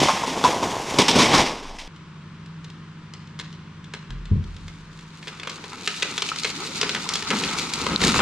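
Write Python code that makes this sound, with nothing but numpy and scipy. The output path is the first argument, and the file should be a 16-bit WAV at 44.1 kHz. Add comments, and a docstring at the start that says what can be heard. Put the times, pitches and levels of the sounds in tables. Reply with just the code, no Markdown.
"""Two trees felled in woodland

Close by, the hinge of a wedged tree tears and snaps and the trunk crashes down: random fibre clicks excite
wood colours and resonances. After an abrupt change of place an engine idles as harmonic lines and a rope pulls
a more distant tree with dull damped bumps. Its hinge cracks ever faster in short avalanches and creaks by
stick-slip, and the crown sweeps through branches to the ground as swelling coloured clicks and noise."""
import sys
import numpy as np
from scipy import signal
from scipy.fft import rfft, irfft
from scipy.io import wavfile
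from scipy.ndimage import uniform_filter1d, minimum_filter1d

SR = 44100
rng = np.random.default_rng(int(sys.argv[2]) if len(sys.argv) > 2 else 0)


def wrap_up_sound(samples):
    """Save the sound to the file named by the first command line argument, as 16-bit audio."""
    columns = np.atleast_2d(samples).T
    # keep every value between -1 and 1, then stretch to whole-number steps
    tamed = np.clip(columns, -1, 1)
    steps = np.round(tamed * 32767).astype(np.int16)
    wavfile.write(sys.argv[1], SR, steps)


N = 362061
T = np.arange(N) / SR
# levels in the tables are relative: later stages scale them


def amp(db):
    """Decibels are a logarithmic measure: convert them to linear gain."""
    return 10 ** (np.asarray(db) / 20)


def unit(x):
    """Normalise the mean power, so that the rms is 1."""
    return x / np.sqrt(np.mean(x ** 2) + 1e-20)


def curves(rows):
    """Linear interpolation: each column of a table of (time_s, ..) as a value per sample."""
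    times, *columns = np.transpose(rows)
    return [np.interp(T, times, column) for column in columns]


def colour(x, points):
    """Minimum-phase filtering: a causal response with the spectrum (frequency_hz, level_db)."""
    size = 4096
    hz, db = np.transpose(points)
    bin_hz = np.arange(size // 2 + 1) * SR / size
    log_gain = np.log(amp(np.interp(np.log(bin_hz + 1), np.log(hz), db)))
    # folding the cepstrum onto positive times makes the response causal
    cepstrum = irfft(log_gain)[:size // 2]
    cepstrum[1:] *= 2
    response = irfft(np.exp(rfft(cepstrum, size)))
    return signal.fftconvolve(x, response)[:len(x)]


def ring(x, modes):
    """Modal superposition: sum of resonances (frequency_hz, width_hz, level_db)."""
    out = 0
    for hz, width, db in modes:
        b, a = signal.iirpeak(hz, hz / width, fs=SR)
        out = out + amp(db) * signal.lfilter(b, a, x)
    return out


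def add(track, s, sound):
    """Superposition: lay a sound into a track at time s."""
    i = max(int(s * SR), 0)
    track[i:i + len(sound)] += sound[:N - i]


def walk(rate):
    """Smoothed random steps, rate per second: a wander with rms 1."""
    k = int(SR / rate)
    steps = np.repeat(rng.standard_normal(N // k + 1), k)
    return unit(uniform_filter1d(steps, k)[:N])


def swell(s, rise, fall_db_per_s):
    """Exponential growth to 1 at time s, then exponential decay."""
    return np.exp(np.minimum(T - s, 0) / rise) * amp(-fall_db_per_s * np.maximum(T - s, 0))


def swells(rows):
    """Power addition of the swells (peak_s, rise_s, fall_db_per_s, level_db, ..): one envelope per level."""
    return np.sqrt(sum(np.outer(amp(dbs), swell(s, rise, fall)) ** 2 for s, rise, fall, *dbs in rows))


def fibres(rate, spread_db, count=N):
    """Random fracture: clicks of breaking fibres, many small and a few large."""
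    chance = rng.random(count)
    sign = rng.choice([-1, 1], count)
    size = rng.exponential(size=count)
    return (chance < rate / SR) * sign * amp(spread_db * np.minimum(size, 4))


def fracture(length, rate, spread_db, count=12000):
    """Avalanche: one fibre gives way and sets off a dying run of others."""
    clicks = unit(fibres(rate, spread_db, count=count))
    clicks[0] += 3
    return clicks * np.exp(-np.arange(count) / SR / length)


def burst_level(x, db, length):
    """Energy scaling: a burst gets the energy of a steady sound of level db lasting its length."""
    return x * amp(db) * np.sqrt(length * SR / np.sum(x ** 2))


def knocks(rows, rise):
    """Damped oscillation (start_s, level_db, pitch_hz, decay_s) that builds up over rise cycles."""
    out, t = np.zeros(N), T[:SR]
    for s, db, hz, decay in rows:
        swing = np.sin(2 * np.pi * hz * t) * np.exp(-t / decay)
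        add(out, s, amp(db) * swing * (1 - np.exp(-t * hz / rise)))
    return out


def woods(x, t60, dull_hz, early_db, early_s):
    """Diffuse scattering from the ground and brush nearby, then from ever more distant trunks."""
    t = T[:SR]
    far, near = rng.standard_normal((2, SR))
    late = far * amp(-60 * t / t60) * (1 - np.exp(-t / 0.0086))
    early = near * np.exp(-t / early_s)
    b, a = signal.butter(1, dull_hz, fs=SR)
    echoes = signal.lfilter(b, a, unit(late) + amp(early_db) * unit(early))
    # echoes return in ragged clumps
    return signal.fftconvolve(x, echoes)[:N] / np.sqrt(SR) * amp(2.5 * walk(300) - 1)


HINGE_PARTS_S, HINGE_RELEASE_DB_PER_S = 1, 200


def hinge_hold():
    """Release of tension: steady tearing until the hinge parts, then the loose fibres fall quiet."""
    return amp(-HINGE_RELEASE_DB_PER_S * np.maximum(T - HINGE_PARTS_S, 0))


# a bundle of fibres goes at once: peak_s, rise_s, fall_db_per_s, wood_body_db, fibres_db
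HINGE_RIPS = [(0.026, 0.065, 200, -15.5, -21.5), (0.1, .015, 119, -28, -25.5), (0.37, 0.018, 120, -24, -31),
              (0.446, 0.011, 67, -16.5, -22.5), (0.65, 0.049, 48, -22, -30), (0.94, 0.058, 46, -23, -27.5)]
# the butt breaks free, trunk and limbs hit the ground, debris settles:
# peak_s, rise_s, fall_db_per_s, wood_body_db, splinters_db
GROUND_CRASHES = [(1.0, 0.0054, 192, -19, -15), (1.17, 0.044, 90, -17, -16.5),
                  (1.23, 0.038, 198, -27, -12.5), (1.29, .02, 73, -19, -43),
                  (1.35, 0.08, 102, -16.5, -13.5), (1.39, 0.019, 176, -15, -17.5), (1.5, .1, 5, -45, -40.5),
                  (1.698, 0.0087, 115, -34, -47)]
# spectrum of the ringing wood: frequency_hz, density_db (per Hz)
BODY_SPECTRUM = [(30, -16), (100, -4.5), (180, 0.5), (270, -0.5), (450, -0.5), (620, -1), (830, 1),
                 (1050, -0.5), (1300, -18), (1700, -37), (4000, -49)]


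def wood_body():
    """Forced vibration: tearing fibres and the crash ring the body of the wood."""
    rips, crashes = swells(HINGE_RIPS)[0], swells(GROUND_CRASHES)[0]
    steady = amp(-29) * hinge_hold()
    level = np.hypot(np.hypot(steady, rips), crashes)
    body = unit(colour(fibres(1100, 3.5), BODY_SPECTRUM))
    return body * level * amp(-4.5 + 0.9 * walk(45.04))


# spectrum of tearing hinge fibres: frequency_hz, density_db (per Hz)
TEARING_SPECTRUM = [(300, -29), (1100, 1), (1550, 0), (2100, 0.5), (3300, -1), (4200, -5), (5600, -2),
                    (7000, -6), (8500, -12.5), (11000, -19), (15000, -35)]
# spectrum of splintering wood: frequency_hz, density_db (per Hz)
SPLINTER_SPECTRUM = [(300, -25.5), (1100, -1.5), (1550, -4), (2100, 2), (2700, -1), (3500, 0), (4300, -5),
                     (5400, -2), (7000, -11), (8500, -15.5), (11000, -25.5), (15000, -43)]


def tearing_and_splinters():
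    """Shot noise: hinge fibres hiss until the hinge parts, after that limbs splinter on the ground."""
    rips, crashes = swells(HINGE_RIPS)[1], swells(GROUND_CRASHES)[1]
    tearing = unit(colour(fibres(6000, 1.9), TEARING_SPECTRUM))
    splinters = unit(colour(fibres(6000, 2.7), SPLINTER_SPECTRUM))
    both = tearing * np.hypot(amp(-30.5) * hinge_hold(), rips) + splinters * crashes
    return both * amp(-4.5 + 1.6 * walk(60.3))


# big breaks and knocks of the near tree: start_s, splinters_db, hinge_ring_db, trunk_thud_db, length_s
BIG_BREAKS = [(0.002, -21.5, -34, -29, 0.023), (0.017, -36, -30, -11.5, 0.0025),
              (0.029, -22.5, -28.5, -45, 0.092), (0.086, -28, -13, -40, 0.012),
              (0.236, -34, -23.5, -44, 0.0057), (0.27, -31, -37, -29, 0.049),
              (0.44, -21, -11, -12.5, 0.0029), (0.447, -23, -15, -33, 0.015), (0.476, -30, -38, -37, 0.02),
              (0.628, -30, -25, -29, 0.025), (0.941, -31, -38, -25, 0.011),
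              (0.986, -13, -16.5, -10.5, 0.013), (1.017, -17.5, -19.5, -25, 0.011),
              (1.082, -14, -19, -19.5, 0.023), (1.113, -17.5, -22.5, -35, 0.0049),
              (1.156, -23, -31, -15, 0.036), (1.187, -18.5, -18, -16.5, 0.037),
              (1.229, -19, -44, -21, 0.011), (1.335, -46, -17.5, -17.5, 0.038),
              (1.381, -19.5, -41, -38, 0.0062), (1.690, -56, -42, -56, 0.0085),
              (1.786, -37, -49, -54, 0.041)]
# resonances of the hinge wood: frequency_hz, width_hz, level_db
HINGE_RESONANCES = [(690, 130, 5), (875, 200, 10), (1016, 130, 7.5), (1130, 83, -25), (3100, 100, -17.5)]
# resonances of the trunk: frequency_hz, width_hz, level_db
TRUNK_RESONANCES = [(182, 43, -2), (269, 31, 1), (337, 92, -11), (438, 320, -1.5)]


def big_breaks():
    """Impulse excitation: each avalanche throws splinters, rings the hinge and shakes the trunk."""
    out = np.zeros(N)
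    for s, crack_db, ring_db, thud_db, length in BIG_BREAKS:
        avalanche = fracture(length, 9000, 1.0)
        splinters = colour(avalanche, SPLINTER_SPECTRUM)
        # a broad second resonance rounds off the modes
        hinge_ring = ring(ring(avalanche, HINGE_RESONANCES), [(970, 980, 0)])
        trunk_thud = ring(ring(avalanche, TRUNK_RESONANCES), [(302, 550, 0)])
        add(out, s, burst_level(splinters, crack_db, length))
        add(out, s, burst_level(hinge_ring, ring_db, length))
        add(out, s, burst_level(trunk_thud, thud_db, length))
    return out


# stiff slivers of the hinge twang as they part: start_s, level_db, pitch_hz, decay_s
SLIVER_TWANGS = [(0.085, -14, 1070, 0.006), (0.234, -18, 934, .008), (0.4402, -9.5, 3420, 0.0019),
                 (0.447, -5, 1000, 0.012)]


def twangs():
    """Free vibration: released slivers swing at their own pitch."""
    return knocks(SLIVER_TWANGS, rise=0.77)


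# the shaken ground rocks the microphone: time_s, level_db
SWAY_LEVEL = [(0, -61), (1.1, -50), (1.25, -42), (1.5, -40.5), (1.87, -42.5)]


def ground_sway():
    """Narrow-band random vibration: noise through low resonances."""
    noise = ring(rng.standard_normal(N), [(21.3, 9.2, 0)])
    return unit(ring(noise, [(21.9, 66, 0)])) * amp(curves(SWAY_LEVEL)[0])


def near_tree():
    """Direct and scattered sound: the near tree, with echoes of its breaks and twangs."""
    breaks = big_breaks() + twangs()
    echoes = amp(-8.0) * woods(breaks, t60=1.0, dull_hz=7000, early_db=-8.0, early_s=0.019)
    return wood_body() + tearing_and_splinters() + breaks + echoes + ground_sway()


# level of the idling engine: time_s, level_db
IDLE_LEVEL = [(1.88, -43), (2.6, -41), (3.3, -40.5), (4.0, -41.5), (4.8, -44), (6.0, -48), (8.2, -42)]
# lines of the engine: multiple_of_cycle_rate, level_db
ENGINE_LINES = [(6, -15), (8, -6.5), (12, -1.5), (13, 2), (14, -13), (15, -8.5), (17, -7), (19, -29.5),
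                (21, -43.5), (23, -32)]
# spectrum of the engine's noise: frequency_hz, density_db (per Hz)
RUMBLE_SPECTRUM = [(20, -36), (45, -5), (80, -4), (170, 1), (260, -1.5), (400, -8), (600, -33), (2000, -50),
                   (12000, -100)]
CYCLE_HZ = 12.5


def engine(scatter=0.73, waver_db=1.6, rumble_db=-12):
    """Harmonic series of uneven firings: neighbouring exhaust lines beat once per engine cycle."""
    cycles = CYCLE_HZ * T + 0.006 * walk(2.25)
    lines = np.zeros(N)
    for order, db in ENGINE_LINES:
        phase = scatter * rng.standard_normal()
        lines += amp(db + waver_db * walk(6.1)) * np.cos(2 * np.pi * order * cycles + phase)
    rumble = unit(colour(rng.standard_normal(N), RUMBLE_SPECTRUM))
    return (unit(lines) + amp(rumble_db) * rumble) * amp(curves(IDLE_LEVEL)[0])


# spectrum of the woodland hiss: frequency_hz, density_db (per Hz)
AIR_SPECTRUM = [(150, -13), (300, -7.5), (450, -15.5), (650, -22), (800, -20), (1000, -10), (1500, -13),
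                (2000, -17), (3200, -20.5), (5900, -31), (9000, -41), (14000, -86)]


def air():
    """Broadband random noise: soft woodland hiss."""
    return unit(colour(rng.standard_normal(N), AIR_SPECTRUM)) * amp(-49.5 + 0.11 * walk(3.1))


# cracks of hinge and branches of the far tree: start_s, level_db, pitch_hz
FAR_CRACKS = [(1.961, -47.5, 2960), (2.460, -46.5, 3300), (2.644, -39, 3170), (2.701, -42, 3000),
              (3.137, -35, 3220), (3.273, -47.5, 3000), (3.39, -32.5, 2870), (3.397, -27.5, 2550),
              (3.409, -35.5, 2550), (3.527, -42.5, 3300), (3.842, -43.5, 3150), (3.937, -27.5, 2010),
              (3.948, -37, 2050), (4.105, -35, 2340), (4.255, -40.5, 3030), (4.44, -44.5, 3500),
              (4.565, -41, 3060), (4.681, -36.5, 2260), (4.99, -41, 2200), (5.228, -36.5, 2200),
              (5.272, -31, 1860), (5.279, -28.5, 2630), (5.398, -30.5, 2200), (5.433, -28.5, 2170),
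              (5.473, -23.5, 1450), (5.497, -28, 4050), (5.64, -31, 1410), (5.875, -15, 2400),
              (6.023, -17, 2420), (6.028, -16, 2600), (6.179, -18, 3100), (6.221, -16.5, 3100),
              (6.289, -22, 3400), (6.36, -26.5, 3440), (6.434, -22, 3960), (6.446, -16.5, 2090),
              (6.813, -14.5, 2860), (6.83, -17, 1900), (6.893, -18, 2720), (6.948, -19, 2080),
              (7.09, -18.5, 4600), (7.137, -19, 4990), (7.154, -19.5, 4600), (7.223, -25, 2130),
              (7.304, -17.5, 2600), (7.310, -19.5, 1297), (7.437, -19, 2590), (7.487, -25, 2500),
              (7.736, -19, 5540), (7.865, -17, 1280), (8.005, -23.5, 1500), (8.016, -18.5, 2780),
              (8.037, -17, 2170), (8.142, -16.5, 1400), (8.192, -13, 1200)]
# common colour of the cracks: frequency_hz, gain_db
CRACK_SPECTRUM = [(100, -43), (400, 19.5), (650, 2), (1000, 7.5), (2500, 4.5), (4000, 6.5), (7000, 2.5),
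                  (9000, -3), (15000, -21.5)]
CRACK_DECAY_S, CRACK_RISE_S = 0.0035, 0.00074


def far_cracks(breadth=0.93):
    """Fracture avalanche: each crack is coloured by the size of the piece that breaks."""
    out = np.zeros(N)
    for s, db, hz in FAR_CRACKS:
        avalanche = fracture(CRACK_DECAY_S, 8000, 3.8, count=4000)
        building = 1 - .5 * np.exp(-T[:len(avalanche)] / CRACK_RISE_S)
        crack = ring(avalanche * building, [(hz, hz * breadth, 0)])
        add(out, s, burst_level(colour(crack, CRACK_SPECTRUM), db, CRACK_DECAY_S))
    return out


# level of the shudder that follows the bumps of the rope: time_s, level_db
SHUDDER_LEVEL = [(4.07, -56), (4.11, -41), (4.2, -46), (4.3, -49), (4.315, -20), (4.4, -33), (4.47, -41.5),
                 (4.7, -50), (5.0, -64)]
# spectrum of the shudder: frequency_hz, density_db (per Hz)
SHUDDER_SPECTRUM = [(20, -8), (45, -7.5), (100, 3.5), (220, -4.5), (290, -18), (420, -16), (600, -35),
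                    (1500, -69), (12000, -120)]


def shudder():
    """Low-frequency random vibration under a level curve."""
    return unit(colour(rng.standard_normal(N), SHUDDER_SPECTRUM)) * amp(curves(SHUDDER_LEVEL)[0])


# dull bumps as the rope takes the load: start_s, level_db, pitch_hz, decay_s
ROPE_BUMPS = [(4.095, -29, 41.8, 0.34), (4.105, -27.5, 134, .04), (4.313, -5, 94.6, 0.027),
              (4.314, -18.5, 190.6, 0.034), (4.335, -26, 48, 0.12), (4.366, -17, 147, 0.032),
              (4.380, -15.5, 91, 0.031), (4.45, -28, 86.4, 0.076), (4.63, -32, 87, 0.063)]


def rope_jolt():
    """Damped oscillation: dull bumps and a dying shudder that shakes the two ports unequally."""
    mid, side = shudder(), shudder()
    return knocks(ROPE_BUMPS, rise=0.59) + mid + np.outer([1, -1], side) * amp(-10)


# level of the fine crackle of fibres and twigs: time_s, level_db
CRACKLE_LEVEL = [(4.3, -47), (4.95, -59), (5.5, -50.5), (5.85, -44), (5.9, -40), (6.2, -38.5), (6.7, -34.5),
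                 (7.2, -37.5), (7.55, -33), (8.21, -35)]
# boughs strike neighbouring trees and at last the ground:
# peak_s, rise_s, fall_db_per_s, twigs_db, branches_db, boughs_db
BOUGH_THRASHES = [(6.85, 0.013, 40, -53, -49, -40), (7.33, .015, 100, -37, -33.5, -32),
                  (7.54, 0.12, 67, -44, -34, -35.5), (7.92, 0.092, 50, -38, -34, -29),
                  (8.04, 0.027, 29, -24.5, -26, -24), (8.2, 0.013, 40, -40, -20, -23)]
# spectrum of twigs: frequency_hz, density_db (per Hz)
TWIG_SPECTRUM = [(900, -25.5), (1800, -8.5), (2300, 3), (3100, -1.5), (3800, 3), (4900, -0.5), (7000, -4.5),
                 (8200, -8), (12000, -22), (15000, -32)]
# spectrum of crunching branches: frequency_hz, density_db (per Hz)
BRANCH_SPECTRUM = [(450, -21), (650, -12.5), (900, -0.5), (1100, -2.5), (1300, 3.5), (1750, -10.5),
                   (2100, -4), (3000, -11), (12000, -63)]
# spectrum of heavy boughs: frequency_hz, density_db (per Hz)
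BOUGH_SPECTRUM = [(30, -37), (70, -18), (120, -9), (190, 2.5), (340, -2), (470, -5), (640, -19.5),
                  (900, -17), (2000, -46), (12000, -95)]
LANDS_S = 8.17
BRANCH_DB, BRANCH_DB_PER_S = -33.5, 4.5
BOUGH_DB, BOUGH_DB_PER_S = -36.5, 4


def crown():
    """Shot noise by size: twigs crackle over a wash of needles, branches crunch, heavy boughs thrash."""
    twig_hits, branch_hits, bough_hits = swells(BOUGH_THRASHES)
    # the lean grows exponentially, so branches and boughs gain a steady number of dB per second
    to_go = np.maximum(LANDS_S - T, 0)
    twig_level = np.hypot(amp(curves(CRACKLE_LEVEL)[0]), twig_hits)
    branch_level = np.hypot(amp(BRANCH_DB - BRANCH_DB_PER_S * to_go), branch_hits)
    bough_level = np.hypot(amp(BOUGH_DB - BOUGH_DB_PER_S * to_go), bough_hits)
    # a whole twig goes in a tiny avalanche of its own
    snaps = signal.fftconvolve(fibres(110, 3.5), fracture(.0015, 8000, 2, count=600))[:N]
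    needles = rng.standard_normal(N)
    crackle = amp(-3.5) * unit(snaps) + amp(-3) * unit(fibres(900, 4)) + amp(-3) * needles
    twigs = unit(colour(crackle, TWIG_SPECTRUM)) * twig_level * amp(2.54 * walk(45))
    branches = unit(colour(fibres(1200, 2.1), BRANCH_SPECTRUM)) * branch_level * amp(2.4 * walk(35))
    boughs = unit(colour(fibres(1500, 2.8), BOUGH_SPECTRUM)) * bough_level * amp(2.2 * walk(20))
    # the twigs stir first, the heavier wood once the tree tips
    stirring = np.interp(T, [4.3, 5.0], [0, 1])
    tipping = np.interp(T, [4.8, 5.9], [0, 1])
    return stirring * twigs + tipping * (branches + boughs)


# stick-slip of the bending hinge: time_s, slip_rate_hz, ticks_db
HINGE_CREAK = [(5.48, 49, -42), (5.56, 46, -62), (5.75, 73, -54), (5.86, 88, -42), (6.2, 110, -60),
               (6.5, 150, -52), (6.7, 470, -55), (7.45, 270, -70)]


def creak():
    """Stick-slip friction: the hinge gives single ticks at a rate set by the table."""
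    hz, tick_db = curves(HINGE_CREAK)
    # the faster it slips, the less even the slips are
    jitter = np.interp(hz, [80, 300], [.03, .09])
    cycles = np.cumsum(hz * (1 + jitter * walk(200))) / SR
    ticks = np.diff(np.floor(cycles), prepend=0)
    slips = ticks * np.sqrt(SR / hz) * amp(1.6 * walk(120))
    return unit(colour(slips, TWIG_SPECTRUM)) * amp(tick_db) * (T > HINGE_CREAK[0][0])


# branches that snap with one clear pitch: start_s, level_db, pitch_hz, decay_s
BRANCH_SNAPS = [(6.317, -12.5, 1300, 0.0036), (7.063, -22.5, 1020, 0.0052), (7.865, -11, 1066, 0.0026),
                (7.9612, 11, 4050, 0.00081), (8.160, -8, 1130, 0.0022)]


def branch_snaps():
    """Damped free vibration: a snapped branch swings at one pitch."""
    return knocks(BRANCH_SNAPS, rise=0.71)


# groans of the hinge: start_s, length_s, first_pitch_hz, last_pitch_hz, level_db
HINGE_GROANS = [(6.513, 0.21, 190, 564, -41), (6.82, .18, 273.8, 197, -38), (6.839, .16, 457.6, 341, -40.5),
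                (7.292, 0.091, 290, 181, -31.5)]


def groans(jitter=0.045):
    """Stick-slip at audio rate: fast slips merge into rough gliding tones that swell and fade."""
    out = np.zeros(N)
    for s, length, first_hz, last_hz, db in HINGE_GROANS:
        part = np.clip((T - s) / length, 0, 1)
        glide_hz = first_hz + (last_hz - first_hz) * part
        cycles = np.cumsum(glide_hz * (1 + jitter * walk(200))) / SR
        tone = unit(np.sin(2 * np.pi * cycles) + amp(-21) * np.sin(4 * np.pi * cycles))
        out += tone * amp(db) * 2 * np.sqrt(part * (1 - part))
    return out * amp(-2 + 3.5 * walk(110))


# level of the far trunk coming down on the ground: time_s, level_db
LANDING_LEVEL = [(7.0, -70), (7.3, -51), (7.7, -50), (7.9, -40), (8.03, -33), (8.21, -31)]
# spectrum of the ground under the far tree: frequency_hz, density_db (per Hz)
GROUND_SPECTRUM = [(18, -8), (35, -7), (70, 6), (110, -0.5), (200, 0), (600, -52), (12000, -120)]


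def landing():
    """Low-frequency ground vibration: noise rumbles under the weight of the far tree."""
    return unit(colour(rng.standard_normal(N), GROUND_SPECTRUM)) * amp(curves(LANDING_LEVEL)[0])


def limiter(x, top_db, release_db_per_s):
    """Automatic gain reduction: turn down just ahead of a peak and recover steadily."""
    over = np.maximum(20 * np.log10(np.abs(x).max(axis=0) + 1e-9) - top_db, 0)
    recovery = release_db_per_s * T
    gain = amp(recovery - np.maximum.accumulate(over + recovery))
    return x * uniform_filter1d(minimum_filter1d(gain, size=33), size=33)


def surroundings(cracks):
    """Diffuse field: echoes of the cracks, the crown and hiss from all around."""
    echoes = woods(cracks, t60=.55, dull_hz=5000, early_db=0, early_s=.028)
    return amp(-5) * echoes + crown() + air()


# stereo width, what differs between left and right: frequency_hz, side_minus_mid_db
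SIDE_SPECTRUM = [(50, -15), (300, -25), (650, -5.5), (1400, -10.5), (3000, -4.5), (6500, -1.5),
                 (12000, -13)]
PORT_LAG_S = .000022


def far_tree():
    """Arrival-time difference: the tree reaches the left port a moment later, amid a diffuse field."""
    cracks = far_cracks()
    around, across = surroundings(cracks), surroundings(cracks)
    direct = cracks + branch_snaps() + creak() + groans() + around
    side = colour(across, SIDE_SPECTRUM)
    # a phase proportional to frequency is a pure delay
    bin_hz = np.arange(N // 2 + 1) * SR / N
    late = irfft(rfft(direct) * np.exp(-2j * np.pi * bin_hz * PORT_LAG_S), N)
    # the tree is slightly louder in the left port: gains of +0.6 and -0.6 dB
    ports = np.array([(late + side) * amp(.6), (direct - side) * amp(-.6)])
    mix = ports + engine() + rope_jolt() + landing()
    return limiter(mix, top_db=-4.5, release_db_per_s=208)


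CUT_S = 1.878


def scene():
    """Juxtaposition: the near fall, the same in both ears, gives way abruptly to the far one."""
    return np.where(T < CUT_S, near_tree(), far_tree())


TOP_HZ = 15200


def record(dry):
    """Clipping and band limiting: the recorder holds full scale and cuts the top."""
    held = np.clip(dry, -.88, .88)
    low_pass = signal.ellip(8, .2, 70, TOP_HZ, fs=SR, output="sos")
    return signal.sosfilt(low_pass, held)


dry = scene()
out = record(dry)
wrap_up_sound(out)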